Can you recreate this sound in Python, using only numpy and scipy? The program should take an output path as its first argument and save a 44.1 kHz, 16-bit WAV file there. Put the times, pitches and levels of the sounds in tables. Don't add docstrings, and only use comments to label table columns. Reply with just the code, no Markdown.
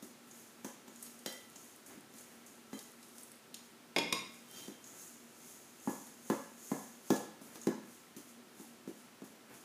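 import sys
import numpy as np
from scipy import signal
from scipy.io import wavfile

SR = 44100
rng = np.random.default_rng(int(sys.argv[2]) if len(sys.argv) > 2 else 0)


def wav_out(sig):
    wavfile.write(sys.argv[1], SR, np.round(np.clip(np.atleast_2d(sig).T, -1, 1) * 32767).astype(np.int16))


N = 425124
TIME = np.arange(N) / SR
AGE = TIME[:SR * 3 // 4]
HOLD_S = 4.6

# start in seconds, flour swish in dB, rasp on the steel in dB.
JABS = [(0.023, -52, -54), (0.646, -51.5, -51), (0.88, -68, -57), (1.022, -50, -64), (1.262, -57, -59),
        (1.553, -60, -58), (1.862, -54, -56), (2.465, -58, -55), (2.731, -55, -53), (7.413, -57, -65),
        (8.166, -52.5, -61), (8.876, -59, -71), (9.238, -57, -69), (9.538, -55.5, -61)]
# fastest moment and length in seconds, swish and rasp in dB.
SWEEPS = [(0.38, 0.43, -57.5, -61), (0.687, 0.22, -67, -60), (1.044, 0.44, -56, -60),
          (1.334, 0.34, -57, -63), (1.63, 0.41, -57.5, -59), (1.92, 0.24, -71, -66), (2.188, 0.2, -55, -58),
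          (2.32, 0.26, -63, -67), (2.53, 0.23, -64, -65), (2.803, 0.31, -57, -57), (3.047, 0.26, -61, -68),
          (3.197, 0.28, -55, -73), (3.655, 0.18, -64, -70), (4.343, 0.3, -60, -62), (4.582, 0.34, -54, -68),
          (4.876, 0.14, -59, -50), (5.017, 0.39, -53.5, -50.5), (5.484, 0.58, -56.5, -55),
          (5.903, 0.36, -52, -48), (6.07, 0.28, -59.5, -65), (6.315, 0.36, -53, -51),
          (6.638, 0.11, -59, -50), (6.72, 0.5, -52, -50), (7.123, 0.24, -49, -48), (7.46, 0.16, -59.5, -69),
          (7.55, 0.12, -55.5, -68), (7.635, 0.2, -59, -57), (7.92, 0.31, -59, -64), (8.29, 0.14, -60, -66),
          (8.615, 0.25, -57.5, -62), (8.99, 0.24, -63, -69), (9.3, 0.16, -71, -72), (9.61, 0.14, -62, -70)]
# frequency in Hz, level in dB.
FLOUR_TONE = [(300, -14), (2000, -4), (4000, -4.5), (6500, 7), (8200, 5), (10500, 7.5), (13000, 3),
              (15500, 0)]
RASP_TONE = [(1000, -43), (5200, -24), (6000, -10), (6500, -1), (7000, -3), (7700, -9), (12000, -38)]
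TICK_TONE = [(2000, -3.5), (5000, -32), (8300, 10.5), (11500, 6.5), (13300, 2), (15500, -10)]


def flour():
    swish_power, rasp_power = np.zeros(N), np.zeros(N)
    jab = np.minimum(AGE / 0.0041, 1) * amp(-180 * AGE)
    for start, swish_db, rasp_db in JABS:
        add(swish_power, start, (amp(swish_db) * jab) ** 2)
        add(rasp_power, start, (amp(rasp_db) * jab) ** 2)
    for fastest, length, swish_db, rasp_db in SWEEPS:
        stroke = sweep(fastest, length)
        swish_power += (amp(swish_db) * stroke) ** 2
        rasp_power += (amp(rasp_db) * stroke) ** 2
    light = TIME < HOLD_S
    crumbs = amp(-1 - 1.3 * light) * colour(slips(per_s=10000, spread_db=0), FLOUR_TONE)
    grit = amp(-8) * light * colour(slips(per_s=120, spread_db=6.5), TICK_TONE)
    rasp = amp(-8) * colour(slips(per_s=2000, spread_db=1.5), RASP_TONE)
    return np.sqrt(swish_power) * (crumbs + grit) + np.sqrt(rasp_power) * rasp


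def sweep(fastest_s, length_s):
    rise_share, ends_db, roundness = 0.41, -16.5, 1.08
    before = (fastest_s - TIME) / rise_share
    after = (TIME - fastest_s) / (1 - rise_share)
    away = np.maximum(before, after) / length_s
    return amp(ends_db * away ** roundness) * (away < 2)


# start in seconds, then the levels in dB of
KNOCKS = [(0.024, -53, -47, -53, -74, -64), (0.645, -34.5, -42, -45.5, -62, -51),
          (0.878, -49.5, -55.5, -58, -81, -62), (1.26, -35.5, -46, -46.5, -45.5, -43),
          (1.559, -54, -61, -66, -69, -61.5), (1.973, -62, -50.5, -60, -72, -73),
          (2.137, -60, -53.5, -59, -67, -65), (2.729, -42, -43, -47, -53.5, -60),
          (4.68, -48.5, -45.5, -45, -56, -60.5), (5.873, -30.5, -31, -36, -66, -71),
          (6.299, -25.5, -29, -30, -44, -48.5), (6.715, -31.5, -31, -38.5, -58, -59),
          (7.103, -21.5, -25.5, -22.5, -48, -42), (7.413, -53, -50, -60, -71, -68),
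          (7.555, -45, -72, -53, -49, -58), (7.669, -31, -28.5, -26, -38, -48.5),
          (8.164, -54, -47.5, -50.5, -43, -58.5), (8.597, -56, -49, -51, -71, -67),
          (8.874, -48, -41.5, -42.5, -68, -67), (9.218, -49.5, -46, -47.5, -66, -69)]
# pitch in Hz, level in dB, seconds to fade by 60 dB if left alone.
BOWL_NOTES = [(184, -17, 0.099), (223, 3.5, 0.07), (262.5, 6, 0.062), (326.3, 6.5, 0.057),
              (374.4, 0, 0.064), (491, 1.5, 0.19), (568, -2.5, 0.48), (795, -8.5, 0.29), (843, -4, 0.06),
              (929, -7, 0.1), (1019, -2.5, 0.053), (1097, -6.5, 0.069), (1353, -11.5, 0.11),
              (1697, -9.5, 0.17), (1976, -4, 0.49), (2044, -6, 0.69), (3147, 2, 0.29), (3180, 0, 0.25),
              (3600, -24, .3), (4010, 2, 0.12), (4700, -24, .3), (5590, -24, .3), (6320, -14, 0.27),
              (6660, -5, 0.17)]
# frequency in Hz, level in dB.
CLACK_TONE = [(150, -43), (450, -2), (650, 3), (900, 2.5), (1400, -6.5), (1800, -8.5), (2200, -14.5),
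              (5000, -79), (16000, -53)]
TIP_TONE = [(1000, -5.5), (2500, 2), (4300, 3), (5300, 1.5), (6000, 8.5), (6700, 7), (8000, 0.5),
            (11000, -2), (15500, -1)]


def knocks():
    out = np.zeros(N)
    for start, clack_db, _, _, rim_db, tip_db in KNOCKS:
        held = start > HOLD_S
        choked = amp(-14) * ring(BOWL_NOTES, 450, 1500, damp_db_per_s=1700)
        clack = amp(-17) * burst(CLACK_TONE, fade_s=0.026)
        low_ring = amp(-24.5) * ring(BOWL_NOTES, 450, 1500, damp_db_per_s=40 * held)
        high_ring = amp(-31 + 3.4 * held) * ring(BOWL_NOTES, 1500, 1850)
        wall = amp(clack_db) * (choked + clack + low_ring + high_ring)
        rim = amp(rim_db - 7 - 20 * held) * ring(BOWL_NOTES, 1850, SR, damp_db_per_s=200 * held)
        tip = amp(tip_db + 1) * burst(TIP_TONE, fade_s=0.032)
        add(out, start + 0.00096, kitchen(wall, wet_db=-0.5, build_s=0.0047))
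        add(out, start + 0.001, kitchen(rim + tip, wet_db=-2, build_s=0.004))
    return out


# frequency in Hz, level in dB.
THUD_TONE = [(30, -18), (75, -55), (115, -11), (170, 4), (330, 4), (600, -4.5), (1200, -16.5), (2000, -16),
             (8000, -45.5)]
# delay in seconds, level in dB.
ECHOES = [(.019, -15), (0.022, -7.5)]


def thumps():
    out = np.zeros(N)
    for start, _, deep_db, upper_db, _, _ in KNOCKS:
        deep = ring(BOWL_NOTES, 0, 290, rise_s=0.0079) + amp(-13.5) * burst(THUD_TONE, fade_s=0.25)
        upper = ring(BOWL_NOTES, 290, 450, rise_s=0.0061)
        thump = amp(deep_db - 1) * deep + amp(upper_db - 3) * upper
        add(out, start + 0.001614, kitchen(thump, wet_db=-13.5, build_s=0.012))
        for delay, db in ECHOES:
            add(out, start + delay + rng.normal(0, 0.00053), amp(db) * thump)
    return out


# start in seconds, then tick, squeak and wood levels in dB.
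CLICKS = [(0.3116, -55, -50, -64), (0.9587, -51, -53, -62), (1.0266, -37.5, -58, -58),
          (1.063, -47, -53, -53), (1.325, -43, -60, -66), (1.191, -49, -65, -59), (1.559, -56, -48, -65),
          (1.862, -49, -54, -65), (2.0077, -53, -72, -70), (2.1834, -49, -52, -61), (2.4628, -50, -54, -66),
          (2.7902, -42, -54, -47.5), (3.0285, -51, -61, -56), (3.1822, -44, -55, -58),
          (3.2325, -43, -71, -72), (3.3168, -45.5, -74, -57), (3.5428, -39, -44.5, -42),
          (4.8412, -54, -49, -58), (6.068, -49, -62, -64), (7.1618, -41, -42, -45), (7.6145, -49, -46, -58),
          (7.634, -50, -48, -59)]
# frequency in Hz, level in dB.
WOOD_TONE = [(800, -47), (2500, 15), (3800, 19.5), (5500, 22.5), (8000, -33), (16000, -36)]


def clicks():
    out = np.zeros(N)
    for start, tick_db, squeak_db, wood_db in CLICKS:
        tick = amp(tick_db - 13.5) * burst(TICK_TONE, fade_s=0.022)
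        squeak = amp(squeak_db - 9) * burst(RASP_TONE, fade_s=0.05)
        wood = amp(wood_db - 10) * burst(WOOD_TONE, fade_s=0.045)
        add(out, start, tick + squeak + wood)
    return out


# start in seconds, then clatter, thud, hollow ring and crack levels in dB.
JUG_HITS = [(3.9624, -24.5, -33, -41.5, -44.5), (3.984, -25.5, -48, -39.5, -41),
            (4.1254, -25.5, -43, -36, -35.5)]
# pitch in Hz, seconds to fade by 60 dB if left alone,
# level in dB as it lands, level in dB as it settles on its other edge.
JUG_NOTES = [(227, 0.091, -10, -3), (312, 0.075, 2, 2), (487, 0.53, -8, -10), (655, 0.34, -9, -5),
             (924, 0.22, 1, -12), (1017, 0.28, -12, -9.5), (1088, 0.13, -8.5, -5.5), (2180, 0.33, -2, -12),
             (2157, 0.27, -1, 0), (2452, 0.14, 4, 4.5), (2640, 0.24, -17, 1), (2700, .33, -4, 4),
             (3320, 0.24, 1.5, -2), (3270, .4, -5, -15), (3400, 0.14, -6, -1), (3690, 0.079, -9, 9),
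             (3890, 0.16, -13, 5.5), (4400, 0.36, -10, -20), (4985, 0.82, -14, -3), (5100, 0.57, -3, -4.5),
             (5700, 0.54, -25, -3), (6730, 0.43, -9, -7.5)]
# frequency in Hz, level in dB.
CLATTER_TONE = [(500, -5), (1700, -13), (2400, -7), (3000, -2), (3550, 1), (4300, -7.5), (5100, 0.5),
                (6200, -17), (9000, -26), (16000, -63)]
CRACK_TONE = [(3000, -31), (6000, 1), (6900, 8), (7700, -2), (8700, 7.5), (10200, -3), (11400, 5),
              (13000, -8), (15500, -24)]


def jug():
    out = np.zeros(N)
    for start, clatter_db, thud_db, hollow_db, crack_db in JUG_HITS:
        settling = start == JUG_HITS[-1][0]
        notes = [(hz, settle_db if settling else land_db, fade_s)
                 for hz, fade_s, land_db, settle_db in JUG_NOTES]
        thud = amp(-0.5) * burst(THUD_TONE, fade_s=0.13) + amp(-10.5) * ring(notes, 0, 800)
        choked = amp(-11.5) * ring(notes, 1500, SR, damp_db_per_s=1300)
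        clatter = amp(-13) * burst(CLATTER_TONE, fade_s=0.055)
        wall = choked + clatter + amp(-20) * ring(notes, 1500, SR)
        hollow = amp(-3.5) * ring(notes, 800, 1500, damp_db_per_s=160)
        body = amp(thud_db) * thud + amp(clatter_db) * wall + amp(hollow_db) * hollow
        crack = amp(crack_db - 4) * burst(CRACK_TONE, fade_s=0.032)
        add(out, start, kitchen(body, wet_db=-4.5, build_s=0.005))
        add(out, start, kitchen(crack, wet_db=-6.5, build_s=0.0089))
    return out


# start in seconds, length in seconds, level in dB.
SHOVES = [(1.843, 0.15, -57), (2.124, 0.36, -64.5), (4.478, 0.24, -59.5), (4.838, 0.19, -61),
          (7.444, 0.15, -59.5), (9.475, 0.098, -55.5)]
# frequency in Hz, level in dB.
DOUGH_TONE = [(60, -5.5), (150, -1), (280, 2.5), (450, -3.5), (1000, -9.5), (2200, -12.5), (4000, -23),
              (12000, -22)]


def dough():
    push = sum(amp(db) * np.sin(np.pi * np.clip((TIME - start) / length, 0, 1))
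               for start, length, db in SHOVES)
    return push * colour(rng.standard_normal(N), DOUGH_TONE)


def hand_slide():
    rub = slips(per_s=5000, spread_db=1.5)
    singing = sum(amp(-2.5 * np.log2(hz / 3000)) * resonate(rub, hz, width_hz=39)
                  for hz, _, _ in BOWL_NOTES if hz > 2600)
    motion = amp(-50.5) * sweep(fastest_s=4.585, length_s=0.23)
    return motion * (amp(-4) * evened(singing) + amp(-6) * colour(rub, TIP_TONE))


# pitch in Hz, width in Hz, level in dB.
HUM_NOTES = [(235.4, 6.8, -64), (364.6, 27, -73), (1327, 7, -76)]
# frequency in Hz, level in dB.
AIR_TONE = [(25, -10), (54, -14), (110, -6.5), (170, -7), (240, -5), (290, -5), (640, -10.5), (1100, -13),
            (1550, -13.5), (4000, -19), (6700, -21), (11200, -23.5), (15000, -27.5)]


def background():
    hum = sum(amp(db) * resonate(rng.standard_normal(N), hz, width) for hz, width, db in HUM_NOTES)
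    hum = signal.sosfilt(signal.butter(2, 150, "high", fs=SR, output="sos"), hum)
    return hum + amp(-60) * colour(rng.standard_normal(N), AIR_TONE)


# frequency in Hz, seconds to fade by 60 dB.
ROOM_FADES = [(150, 0.67), (500, 0.45), (2000, 0.63), (6000, 0.5), (14000, 0.31)]


def kitchen(x, wet_db, build_s):
    hz, t, bands = signal.stft(rng.standard_normal(len(AGE)), SR, nperseg=256)
    fade = amp(-60 * t / read(ROOM_FADES, hz)[:, None])
    tail = signal.istft(bands * fade, SR, nperseg=256)[1][:len(AGE)]
    tail *= 1 - np.exp(-AGE / build_s)
    return x + amp(wet_db) * signal.fftconvolve(x, tail / np.linalg.norm(tail))[:len(x)]


def ring(notes, low_hz, high_hz, rise_s=0.0005, damp_db_per_s=0):
    sines = 0
    for hz, db, fade_s in notes:
        phase = rng.uniform(0, 2 * np.pi) * (hz > 450)
        if low_hz <= hz < high_hz:
            level = amp(db - AGE * (60 / fade_s + damp_db_per_s))
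            sines += level * np.sin(2 * np.pi * hz * AGE + phase)
    return struck(sines * (1 - np.exp(-AGE / rise_s)))


def burst(tone, fade_s):
    return struck(colour(rng.standard_normal(len(AGE)) * amp(-60 * AGE / fade_s), tone))


def slips(per_s, spread_db):
    size = amp(spread_db * np.minimum(rng.exponential(1, N), 5))
    return evened(size * rng.standard_normal(N) * (rng.random(N) < per_s / SR))


def resonate(x, hz, width_hz):
    pole = np.exp((2j * np.pi * hz - np.pi * width_hz) / SR)
    return evened(signal.lfilter([1], [1, -pole], x).real)


def colour(x, tone):
    size = 2048
    log_gain = np.log(amp(read(tone, abs(np.fft.fftfreq(size, 1 / SR)))))
    response = np.fft.ifft(np.exp(np.conj(signal.hilbert(log_gain)))).real
    return evened(signal.oaconvolve(x, response[:size // 2])[:len(x)])


def read(table, hz):
    row_hz, values = np.transpose(table)
    return np.interp(np.log(hz + 1), np.log(row_hz), values)


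def amp(db):
    return 10 ** (np.asarray(db) / 20)


def evened(x):
    return x / np.sqrt(np.mean(x ** 2) + 1e-20)


def struck(x):
    return x / np.sqrt(np.mean(x[:SR // 50] ** 2) + 1e-20)


def add(mix, start_s, sound):
    part = mix[max(round(start_s * SR), 0):][:len(sound)]
    part += sound[:len(part)]


def scene():
    stirring = kitchen(clicks() + flour() + dough() + hand_slide(), wet_db=-4.5, build_s=0.0063)
    return (thumps() + knocks() + stirring + jug() + background())[None]


def record(dry):
    thin = signal.sosfilt(signal.butter(2, 145, "high", fs=SR, output="sos"), dry)
    treble_cut = signal.firwin(611, 15400, window=("kaiser", 8), fs=SR)
    return signal.oaconvolve(thin, treble_cut[None], "same")


dry = scene()
out = record(dry)
wav_out(out)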